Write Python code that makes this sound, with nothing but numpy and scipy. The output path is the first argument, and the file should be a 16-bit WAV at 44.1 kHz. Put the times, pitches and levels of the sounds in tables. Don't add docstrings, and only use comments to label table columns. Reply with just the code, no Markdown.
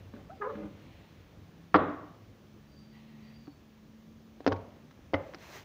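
import sys
import numpy as np
from scipy import signal
from scipy.io import wavfile
from scipy.ndimage import uniform_filter1d

SR = 44100
rng = np.random.default_rng(int(sys.argv[2]) if len(sys.argv) > 2 else 0)


def field_ratio(decibels):
    return 10 ** (np.asarray(decibels, dtype=float) / 20)


def put_to_file(sound):
    columns = np.atleast_2d(sound).T
    safe = np.clip(columns, -1, 1)
    whole_steps = np.round(safe * 32767)
    wavfile.write(sys.argv[1], SR, whole_steps.astype(np.int16))


N = 248724


def evened(x):
    return x / np.sqrt(np.mean(x ** 2) + 1e-20)


def read(points, hz):
    f, value = np.transpose(points)
    return np.interp(np.log(hz + 1), np.log(f + 1), value)


def add(mix, start_s, sound):
    part = mix[round(start_s * SR):][:len(sound)]
    part += sound[:len(part)]


def unroll(rows):
    s, *columns = np.transpose(rows)
    t = np.arange(s[0], s[-1], 1 / SR)
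    window = signal.windows.tukey(len(t), min(0.011 / (s[-1] - s[0]), 1))
    return s[0], window, [np.interp(t, s, column) for column in columns]


def noise(spectrum, count, patchy_db=2.0):
    hz = np.fft.rfftfreq(1024, 1 / SR)
    a, b, patches = rng.standard_normal((count // 256 + 5, 513, 3)).T
    patches = uniform_filter1d(patches, size=10, axis=0)
    patches = evened(uniform_filter1d(patches, size=12, axis=1))
    z = (a + 1j * b) * field_ratio(read(spectrum, hz)[:, None] + patchy_db * patches)
    return evened(signal.istft(z, nperseg=1024, noverlap=768)[1][:count])


def wander(count, size):
    drift = uniform_filter1d(rng.standard_normal(count), size=size)
    return evened(uniform_filter1d(drift, size=size))


def swell(start_s, length_s, peak_db, place, end_db):
    u = np.linspace(0, 1, 9)
    place = np.clip(place, 0.05, 0.95)
    away = np.where(u < place, 1 - u / place, (u - place) / (1 - place))
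    return start_s + length_s * u, peak_db + end_db * away ** 2


def stroke(start_s, length_s, peak_db, place, *steady):
    s, db = swell(start_s, length_s, peak_db, place, end_db=-11.5)
    return np.transpose([s, db] + [value + 0 * s for value in steady])


def glide(start_s, length_s, first_hz, last_hz, peak_db, place):
    s, db = swell(start_s, length_s, peak_db, place, end_db=-5.5)
    return np.transpose([s, np.linspace(first_hz, last_hz, len(s)), db])


def whine(rows, waver, flutter_db, size):
    start_s, window, (hz, db) = unroll(rows)
    phase = 2 * np.pi * np.cumsum(hz * (1 + waver * wander(len(hz), size=size))) / SR
    level = field_ratio(db + flutter_db * wander(len(hz), size=size))
    return start_s, np.sqrt(2) * level * np.sin(phase) * window


def microphone_hiss():
    # hz, level_db per Hz
    hiss_colour = [(590, -33), (1000, -10.5), (1080, -0.5), (1240, -1), (1530, -11.5), (1700, -2.5),
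                   (2080, -27.5), (2230, -10), (2650, -12), (2910, -9), (6420, -9), (8160, -22.5),
                   (13400, -21.5), (14700, -12.5), (15500, -8)]
    return field_ratio(-67 - 3.0) * noise(hiss_colour, N, patchy_db=0.6)


def street():
    # time_s, level_db
    traffic = [
        (0.0, 0),
        (1.6, -2),
        (2.3, -3),
        (4.3, -4.5),
        (4.6, -2),
        (5.64, -3),
    ]
    # hz, level_db per Hz
    street_colour = [(20, -42.5), (80, -18.5), (130, 0), (177, -1.5), (271, -3.5), (439, -10), (580, -12),
                     (700, -16), (1400, -22.5), (2060, -22.5), (3500, -27), (5960, -39.5), (8500, -65),
                     (11000, -80)]
    # hz, level_db per Hz
    rumble_colour = [(30, -20), (45, -3), (60, 0), (75, -2), (110, -9.5), (140, -35), (200, -53.5)]
    traffic_db = np.interp(np.arange(N) / SR, *np.transpose(traffic))
    out = field_ratio(-55.5 + traffic_db) * noise(street_colour, N, patchy_db=1)
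    return out + field_ratio(-56.5 + 1.2 * traffic_db) * noise(rumble_colour, N, patchy_db=2.0)


def far_engine():
    # start_s, length_s, first_hz, last_hz, peak_db
    hums = [(2.268, 0.46, 208, 215, -59.5), (2.741, 0.7, 216.6, 223.6, -53.5),
            (3.598, 0.8, 217.3, 223, -56.5), (4.598, 0.3, 224.5, 229, -61),
            (.75, 0.46, 172.8, 171.6, -64.5), (1.26, 0.47, 170.1, 166.4, -58.5),
            (2.45, 1.14, 142, 146.3, -60.5), (0.0, 0.24, 101.8, 100, -55.5),
            (0.476, 0.56, 103.6, 104.9, -61), (1.326, 0.12, 99, 98, -55.5),
            (1.948, 0.43, 106.4, 105, -59.5), (2.398, 0.27, 106.7, 109.1, -63)]
    out = np.zeros(N)
    for row in hums:
        add(out, *whine(glide(*row, place=0.82), waver=0.008, flutter_db=0.5, size=2000))
    return out


def insects():
    # start_s, length_s, first_hz, last_hz, peak_db
    chirps = [
        (2.67, .16, 4630, 4720, -77),
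        (2.72, 0.19, 4700, 4640, -72),
        (2.9, .1, 4720, 4640, -77),
        (3.22, 0.17, 4640, 4680, -75),
        (3.33, 0.14, 4720, 4740, -75),
        (0.352, 0.047, 4900, 4950, -80),
    ]
    low_chirp = (3.38, .23, 4480, 4495, -76.5)
    out = np.zeros(N)
    for row in chirps:
        add(out, *whine(glide(*row, place=0.28), waver=0.009, flutter_db=4.0, size=120))
    add(out, *whine(glide(*low_chirp, place=0.28), waver=0.003, flutter_db=5, size=200))
    return out


def finger_whistle():
    # start_s, length_s, first_hz, last_hz, peak_db
    whistles = [
        (2.93, 0.092, 1970, 1927, -72.5),
        (3.08, 0.11, 1905, 1900, -75),
        (3.23, 0.11, 1930, 1910, -73),
    ]
    out = np.zeros(N)
    for row in whistles:
        add(out, *whine(glide(*row, place=0.28), waver=0.009, flutter_db=4.0, size=120))
    return out


def rub(rows):
    # hz, level_db per Hz
    dull_colour = [(400, -23.5), (900, 3), (1500, -12.5), (1900, 1.5), (2300, 0.5), (2900, -0.5),
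                   (3500, -5.5), (4300, -3.5), (4700, -33.5), (6500, -39), (9000, -50)]
    bright_colour = [(120, -57), (200, -3), (253, -15.5), (358, 1), (479, -4), (677, 0), (957, -4),
                     (1910, -2), (3180, -14), (6130, -10), (8510, -25.5), (13400, -26.5), (14700, -13),
                     (15500, -18.5)]
    start_s, window, (db, bright) = unroll(rows)
    dull = noise(dull_colour, len(db), patchy_db=1)
    sharp = noise(bright_colour, len(db), patchy_db=1)
    level = field_ratio(db + 0.18 * wander(len(db), size=200))
    return start_s, level * ((1 - bright) * dull + bright * sharp) * window


def hand_rubs():
    # start_s, length_s, peak_db, peak_place (0-1), brightness (0-1)
    strokes = [
        (0.478, 0.17, -66, 0.1, 0),
        (0.681, 0.67, -63.5, 0.18, 0.23),
        (2.92, 0.32, -64.5, 0, 0.18),
        (3.14, 0.36, -64.5, 0.3, 0.3),
        (5.165, 0.49, -62, 0.3, 0.58),
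    ]
    # time_s, level_db, brightness (0-1)
    last_sweep = [
        (5.38, -62, 0.6),
        (5.43, -51.5, 0.58),
        (5.5, -51.5, 0.67),
        (5.56, -45, 0.7),
        (5.64, -57.5, 0.52),
    ]
    out = np.zeros(N)
    for rows in [stroke(*row) for row in strokes] + [last_sweep]:
        add(out, *rub(rows))
    return out


def clicks():
    # time_s, level_db, pitch_hz, t60_s (time to fall by 60 dB)
    click_rows = [(.303, -48, 1300, .04), (.311, -54, 1520, .04), (.3725, -48, 600, 0.02),
                  (1.7452, -31, 3240, .02), (1.7445, -38, 4800, .015), (1.7595, -34.5, 2190, .025),
                  (1.7595, -42, 3600, .01), (4.4652, -28, 2020, 0.016), (4.4651, -33, 3180, .015),
                  (4.4652, -36, 4970, .012), (4.4693, -37.5, 2980, 0.012), (4.4765, -29, 5150, 0.012),
                  (4.476, -37, 4330, .012), (4.563, -43, 2300, .005), (4.706, -49, 3020, .004),
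                  (4.762, -52, 4000, 0.0045), (4.9105, -50, 2300, .005), (5.137, -40.5, 4490, 0.014),
                  (5.1385, -42.5, 5290, .012), (5.145, -47, 3330, 0.018), (5.135, -42, 2900, .01),
                  (5.3464, -34.5, 5090, 0.0069), (5.347, -47, 3000, 0.013), (5.349, -53, 2100, .015),
                  (5.3515, -53, 5800, .01), (5.3855, -45, 4500, 0.0034)]
    out, t = np.zeros(N), np.arange(1500) / SR
    for s, db, hz, t60 in click_rows:
        fade = field_ratio(db - 60 * t / t60) * np.minimum(t / 0.00064, 1)
        add(out, s, fade * np.sin(2 * np.pi * hz * t))
    return out


def lingering_rings():
    # time_s, level_db, pitch_hz, t60_s
    ring_rows = [(1.75, -35, 1130, .6), (1.755, -39, 1210, .5), (1.75, -36, 1315, .3),
                 (1.76, -36, 1012, .4), (1.76, -35, 410, .4), (1.75, -30, 723, .25), (1.75, -30, 804, .15),
                 (1.76, -33, 499.4, .37), (1.76, -36, 643, .45), (1.76, -47, 1870, .44),
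                 (4.466, -30.5, 93, .3), (4.518, -30, 96, .36), (4.48, -37, 431, .4), (4.48, -36, 454, .3),
                 (4.48, -38.5, 532, .43), (4.48, -40.5, 779, .35), (4.52, -42, 933, .25),
                 (4.52, -40.5, 1105, .25), (4.52, -42, 1420, .08), (5.137, -28, 94.4, .22),
                 (5.15, -35, 531.7, .35), (5.15, -37, 565.4, .3), (5.15, -41, 708, .21),
                 (5.15, -43.5, 855, .3), (5.15, -48, 2085, .22), (5.19, -46, 1030, .12),
                 (5.19, -48, 1230, .12), (5.15, -44.5, 296, .5)]
    out, t = np.zeros(N), np.arange(30000) / SR
    for s, db, hz, t60 in ring_rows:
        throb_db = 4.5 * min(hz / 400, 1) ** 2 * wander(len(t), size=350)
        build = 1 - np.exp(-t / 0.008)
        add(out, s, field_ratio(db + throb_db - 60 * t / t60) * np.sin(2 * np.pi * hz * t) * build)
    return out


def tails(colour, build_s, count):
    # hz, t60_s
    room_t60 = [(80, 0.85), (250, 0.68), (600, 0.7), (1200, 0.68), (2200, 0.67), (3700, 0.5), (4600, .4),
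                (7000, 0.27)]
    taps = np.zeros((count, SR))
    at = np.arange(300, SR - 20, 20)
    places = at + rng.integers(0, 20, (count, len(at)))
    np.put_along_axis(taps, places, rng.choice([-1., 1.], (count, len(at))), 1)
    hz, t, z = signal.stft(taps, SR, nperseg=512)
    fade = field_ratio(read(colour, hz)[:, None] - 60 * t / read(room_t60, hz)[:, None])
    tail = signal.istft(z * fade * np.minimum(t / build_s, 1), SR, nperseg=512)[1]
    return tail / np.linalg.norm(tail, axis=1)[:, None]


def room(train, colour, build_s):
    out, answers = np.zeros(N), tails(colour, build_s, count=5)
    for k, at in enumerate(np.flatnonzero(train)):
        add(out, at / SR, train[at] * answers[k % len(answers)])
    return out


def booming(rows, boom_db):
    return [(*row, boom_db) for row in rows]


def dome_puff(t, hz, t60):
    turns = hz * t + 0.21 * (1 - np.exp(-t * hz / 0.33))
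    dome = -np.sin(2 * np.pi * turns) * field_ratio(-60 * t / t60) * (1 - np.exp(-(t * hz / 0.28) ** 2))
    return dome / abs(dome).max()


def wood_boom(t, modes):
    out = np.zeros(len(t))
    for hz, db, t60 in modes:
        share, detune = rng.standard_normal(2)
        out += field_ratio(db + 2.2 * share - 60 * t / t60) * np.sin(2 * np.pi * hz * (1 + 0.0095 * detune) * t)
    return out * np.minimum(t / 0.0023, 1)


def blows(rows, modes, snap_colour, snap_t60):
    body, air, train = np.zeros(N), np.zeros(N), np.zeros(N)
    t = np.arange(18000) / SR
    snap_t = t[:2048]
    for s, db, hz, snap_db, t60, boom_db in rows:
        snap = noise(snap_colour, 2048, patchy_db=-1.5)
        snap *= field_ratio(-60 * snap_t / snap_t60) * np.minimum(snap_t / 0.00076, 1)
        add(body, s, field_ratio(db) * (dome_puff(t, hz, t60) + field_ratio(boom_db) * wood_boom(t, modes)))
        add(air, s, field_ratio(snap_db + 7.0) * snap)
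        train[round(s * SR)] = field_ratio(db)
    soft = signal.butter(6, 4500, fs=SR, output="sos")
    return signal.sosfilt(soft, body) + air, train


def slap_down():
    # time_s, dome_db, dome_hz, snap_db, dome_t60_s
    nudges = [
        (.1365, -37, 216, -74, 0.085),
        (.137, -52, 1120, -70.5, .012),
        (.1625, -43.5, 240, -63, 0.09),
        (.553, -38.5, 207, -59, 0.24),
        (1.372, -47.5, 200, -77, 0.016),
        (2.745, -50, 250, -90, 0.044),
    ]
    slap = [
        (1.7415, -47.5, 497, -57, 0.0094),
        (1.7434, -6.5, 1100, -43, 0.012),
        (1.7449, -13, 800, -48.5, 0.025),
        (1.7452, -20, 1360, -53.5, .025),
        (1.7494, -13, 1290, -40, 0.012),
        (1.7515, -18, 290, -46.5, .04),
        (1.7583, -16.5, 296, -37, 0.03),
        (1.7652, -22, 296, -59, 0.035),
        (1.7551, -12, 900, -49.5, .008),
    ]
    bounces = [
        (1.792, -21.5, 314, -54, 0.0068),
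        (1.882, -31, 296, -69.5, 0.29),
        (1.893, -48, 296, -59.5, .069),
        (1.94, -40, 296, -68, 0.051),
        (2.03, -43.5, 300, -81, 0.19),
    ]
    # pitch_hz, level_db, t60_s
    wood = [(94.5, -20, 0.47), (200, -10, 0.075), (296, -8.5, 0.11), (432, -6, 0.056), (494, -9, 0.069),
            (610, -18.5, 0.11), (721, -5, 0.022), (800, -9, 0.042), (1155, -1.5, 0.036),
            (1415, -12.5, 0.033), (1580, -21, 0.054), (1844, -14, 0.031)]
    # hz, level_db per Hz
    snap_colour = [(880, -38), (1500, -3.5), (1850, -9.5), (2120, -10.5), (2330, -17), (4190, -22),
                   (6050, -41.5), (8040, -67.5), (9000, -69), (11700, -101), (19800, -120)]
    # hz, level_db
    wall_colour = [(80, -5), (300, 11), (420, 6), (700, 5), (950, 1.5), (1150, 7), (1400, 2), (1650, -5),
                   (1900, -5.5), (2300, -14), (3000, -19), (3800, -19.5), (4500, -39), (7000, -55.5)]
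    rows = booming(nudges, -13.5) + booming(slap, -5) + booming(bounces, -13.5)
    slaps, train = blows(rows, wood, snap_colour, snap_t60=0.058)
    return field_ratio(8.5) * room(train, wall_colour, build_s=0.05) - slaps


def dome_pops():
    # time_s, dome_db, dome_hz, snap_db, dome_t60_s
    touches = [(3.4715, -50, 1200, -72, 0.0094), (3.477, -39, 288, -61, 0.12),
               (4.4045, -38, 418, -58, 0.013), (4.405, -51, 960, -69, 0.0096),
               (4.4445, -46.5, 327, -57, 0.0075), (4.456, -52, 684, -72, 0.02),
               (4.5625, -44, 530, -56, .01), (4.910, -53, 1100, -58, 0.0048),
               (4.99, -45, 256, -78.5, 0.052), (5.128, -45.5, 287, -77, 0.011),
               (5.3368, -39, 1510, -54.5, 0.0053), (5.3375, -46, 880, -70, 0.012),
               (5.338, -44, 520, -74, .06), (5.3458, -44, 300, -48, 0.04)]
    near_pops = [(4.4643, -12.5, 440, -31.5, 0.0054), (4.4715, -21, 380, -49, 0.022),
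                 (4.4758, -13.5, 470, -34, 0.011), (4.4665, -25, 360, -59, 0.012),
                 (4.5145, -26, 444, -57, 0.065), (4.5215, -37, 1420, -50, 0.025),
                 (4.5203, -26, 1100, -44, 0.025), (4.5222, -31, 920, -54, .04),
                 (4.5265, -34, 1480, -57, 0.022), (4.523, -37.5, 3050, -60, 0.014),
                 (4.526, -21, 240, -45, 0.003)]
    far_pops = [(5.1346, -18, 460, -49, 0.0084), (5.1352, -37.5, 2100, -58.5, 0.009),
                (5.1404, -19, 532, -44.5, 0.022), (5.1408, -22.5, 2010, -49.5, 0.018),
                (5.1432, -32, 2030, -62, 0.022), (5.1412, -32.5, 2990, -58, 0.022),
                (5.1442, -18, 560, -59, 0.0029), (5.1455, -26.5, 1920, -52, 0.018),
                (5.1485, -24, 560, -60, 0.012), (5.149, -34, 1250, -55, .02), (5.138, -28, 800, -60, .02)]
    # pitch_hz, level_db, t60_s
    near_wood = [(130, -21, 0.05), (186, -6, 0.034), (275.4, 2.5, 0.079), (300, -10, 0.024),
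                 (446, -12.5, 0.15), (530, -22, 0.079), (781, -9.5, 0.12), (1100, -13, 0.084),
                 (1600, -33, 0.05)]
    far_wood = [(130, -18, 0.05), (186, -15, 0.053), (287.4, 1, 0.1), (380, -20, .04), (519, -6, 0.07),
                (720, -13.5, 0.06), (1100, -27, 0.08), (1620, -29, 0.066), (2035, -28, 0.04)]
    # hz, level_db per Hz
    snap_colour = [(880, 0), (1500, 0.5), (2120, -7), (2530, -11), (3710, -12.5), (5200, -14.5),
                   (6390, -23.5), (8070, -48), (14000, -50.5)]
    # hz, level_db
    near_walls = [(80, 2), (300, 1.5), (560, 4.5), (800, 0.5), (1200, -6), (1600, -15), (2050, -17),
                  (2500, -20), (4000, -27.5), (7000, -48.5)]
    far_walls = [(80, -4), (280, 2), (410, 0), (550, 9.5), (700, -1), (1100, -5.5), (1600, -12),
                 (2050, -10.5), (2500, -19.5), (3000, -21), (4000, -31.5), (7000, -47.5)]
    near_rows = booming(touches, -10.5) + booming(near_pops, -12)
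    near, near_train = blows(near_rows, near_wood, snap_colour, snap_t60=0.037)
    late, late_train = blows(booming(far_pops, -13.5), far_wood, snap_colour, snap_t60=0.049)
    wet = field_ratio(4.0) * room(near_train, near_walls, build_s=0.016)
    wet += field_ratio(6.5) * room(late_train, far_walls, build_s=0.0073)
    return near + late + wet


def scrape(rows):
    # pitch_hz, level_db, t60_s
    body_modes = [(105, -8, 0.24), (207, -6, 0.5), (308.7, -3, 0.23), (448, 2.5, 0.036), (560, 1, 0.06),
                  (768, -10, 0.096), (1020, -30, .03), (1424, -14.5, 0.042), (2066, -15, 0.043),
                  (2350, -18, 0.038)]
    start_s, window, (db,) = unroll(rows)
    hits = rng.random(len(db)) < 900 / SR
    slips = field_ratio(2.5 * rng.exponential(1, len(db))) * hits
    t = np.arange(3000) / SR
    body = sum(field_ratio(m_db - 60 * t / t60) * np.sin(2 * np.pi * hz * t) for hz, m_db, t60 in body_modes)
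    return start_s, field_ratio(db) * evened(signal.fftconvolve(slips, body)[:len(db)]) * window


def chatter(rows):
    # hz, level_db per Hz
    slip_colour = [(200, -34), (450, -2), (700, -1), (1050, 6), (1500, -15), (2000, -12), (2650, -21),
                   (3200, -36), (4500, -80)]
    start_s, window, (db,) = unroll(rows)
    level = field_ratio(db + 2.0 * wander(len(db), size=60))
    return start_s, level * noise(slip_colour, len(db), patchy_db=6.0) * window


def gripped(rows):
    # time_s, overtone_tilt_db per overtone
    grip = [(.3, -20), (.335, -34), (.404, -15.5), (.42, 1.5), (.432, -4), (.447, -4.5), (.462, -3.5),
            (.478, -14), (.49, -15), (.5, -4), (.514, -12), (.53, -23)]
    at, hz, db = np.transpose(rows)
    s = np.linspace(at[0], at[-1], 30)
    return np.transpose([s, np.interp(s, at, hz), np.interp(s, at, db), np.interp(s, *np.transpose(grip))])


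def squeak(rows):
    # hz, level_db
    sheet = [(300, 7.5), (600, 1.5), (830, -5), (1050, 11), (1250, 8), (1700, 2.5), (2100, -13),
             (2700, -17), (3100, -33)]
    rough = 0.18
    start_s, window, (hz, db, tilt_db) = unroll(rows)
    turns = np.cumsum(hz * (1 + 0.1 * rough * wander(len(hz), size=60))) / SR
    tone = np.zeros(len(hz))
    for k in range(7):
        flutter_db = 8.5 * rough * np.sqrt(k + 0.34) * wander(len(hz), size=70)
        level = field_ratio(tilt_db * k + read(sheet, hz * (k + 1)) + flutter_db)
        tone += level * np.cos(2 * np.pi * ((k + 1) * turns + rng.random()))
    return start_s, np.sqrt(2) * field_ratio(db) * tone * window


def drag_off():
    # time_s, slip_hz, level_db
    squeaks = [
        [(.293, 647, -54), (.303, 650, -45.5), (.31, 720, -50), (.318, 760, -47), (.332, 799, -46.5),
         (.345, 777, -54), (.365, 720, -58)],
        [(.398, 418, -55.5), (.42, 422.5, -43), (.434, 399, -44), (.447, 409.7, -43.5), (.465, 427.5, -49),
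         (.48, 444, -46), (.52, 435, -47), (.539, 427, -52)],
        [(.435, 531, -50), (.46, 500, -48), (.474, 516.4, -37), (.485, 572, -54), (.499, 590, -48.5),
         (.515, 560, -49), (.53, 510, -48.5), (.55, 504, -55)],
    ]
    # start_s, length_s, peak_db, peak_place (0-1)
    loose_slips = [
        (0.41, 0.07, -44, 0.5),
        (0.482, 0.053, -60, 0.5),
    ]
    scrapes = [
        (0.127, 0.1, -50, 0),
        (.51, .17, -41, 1),
        (0.664, 0.052, -57.5, 0.3),
    ]
    # hz, level_db
    wall_colour = [(80, 8), (300, 9.5), (1200, 4.5), (2500, 9.5), (4000, -7), (5000, -1)]
    drag = np.zeros(N)
    for rows in squeaks:
        add(drag, *squeak(gripped(rows)))
    for row in loose_slips:
        add(drag, *chatter(stroke(*row)))
    for row in scrapes:
        add(drag, *scrape(stroke(*row)))
    tail = tails(wall_colour, build_s=0.0091, count=1)[0]
    return drag + field_ratio(-15.0) * signal.fftconvolve(drag, tail)[:N]


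def scene():
    outside = street() + far_engine() + insects()
    hand = finger_whistle() + hand_rubs() + clicks()
    toy = lingering_rings() + slap_down() + dome_pops() + drag_off()
    return (outside + hand + toy)[None]


def roll_off(x):
    return signal.sosfilt(signal.butter(12, 15670, fs=SR, output="sos"), x)


def record(dry):
    bass_cut = signal.butter(3, 55.5, "highpass", fs=SR, output="sos")
    heard = signal.sosfilt(bass_cut, dry) + microphone_hiss()
    treble_edge = signal.firwin(511, 15600, window=("kaiser", 9), fs=SR)
    heard = signal.oaconvolve(heard, treble_edge[None], "same")
    return roll_off(heard)


dry = scene()
out = record(dry)
put_to_file(out)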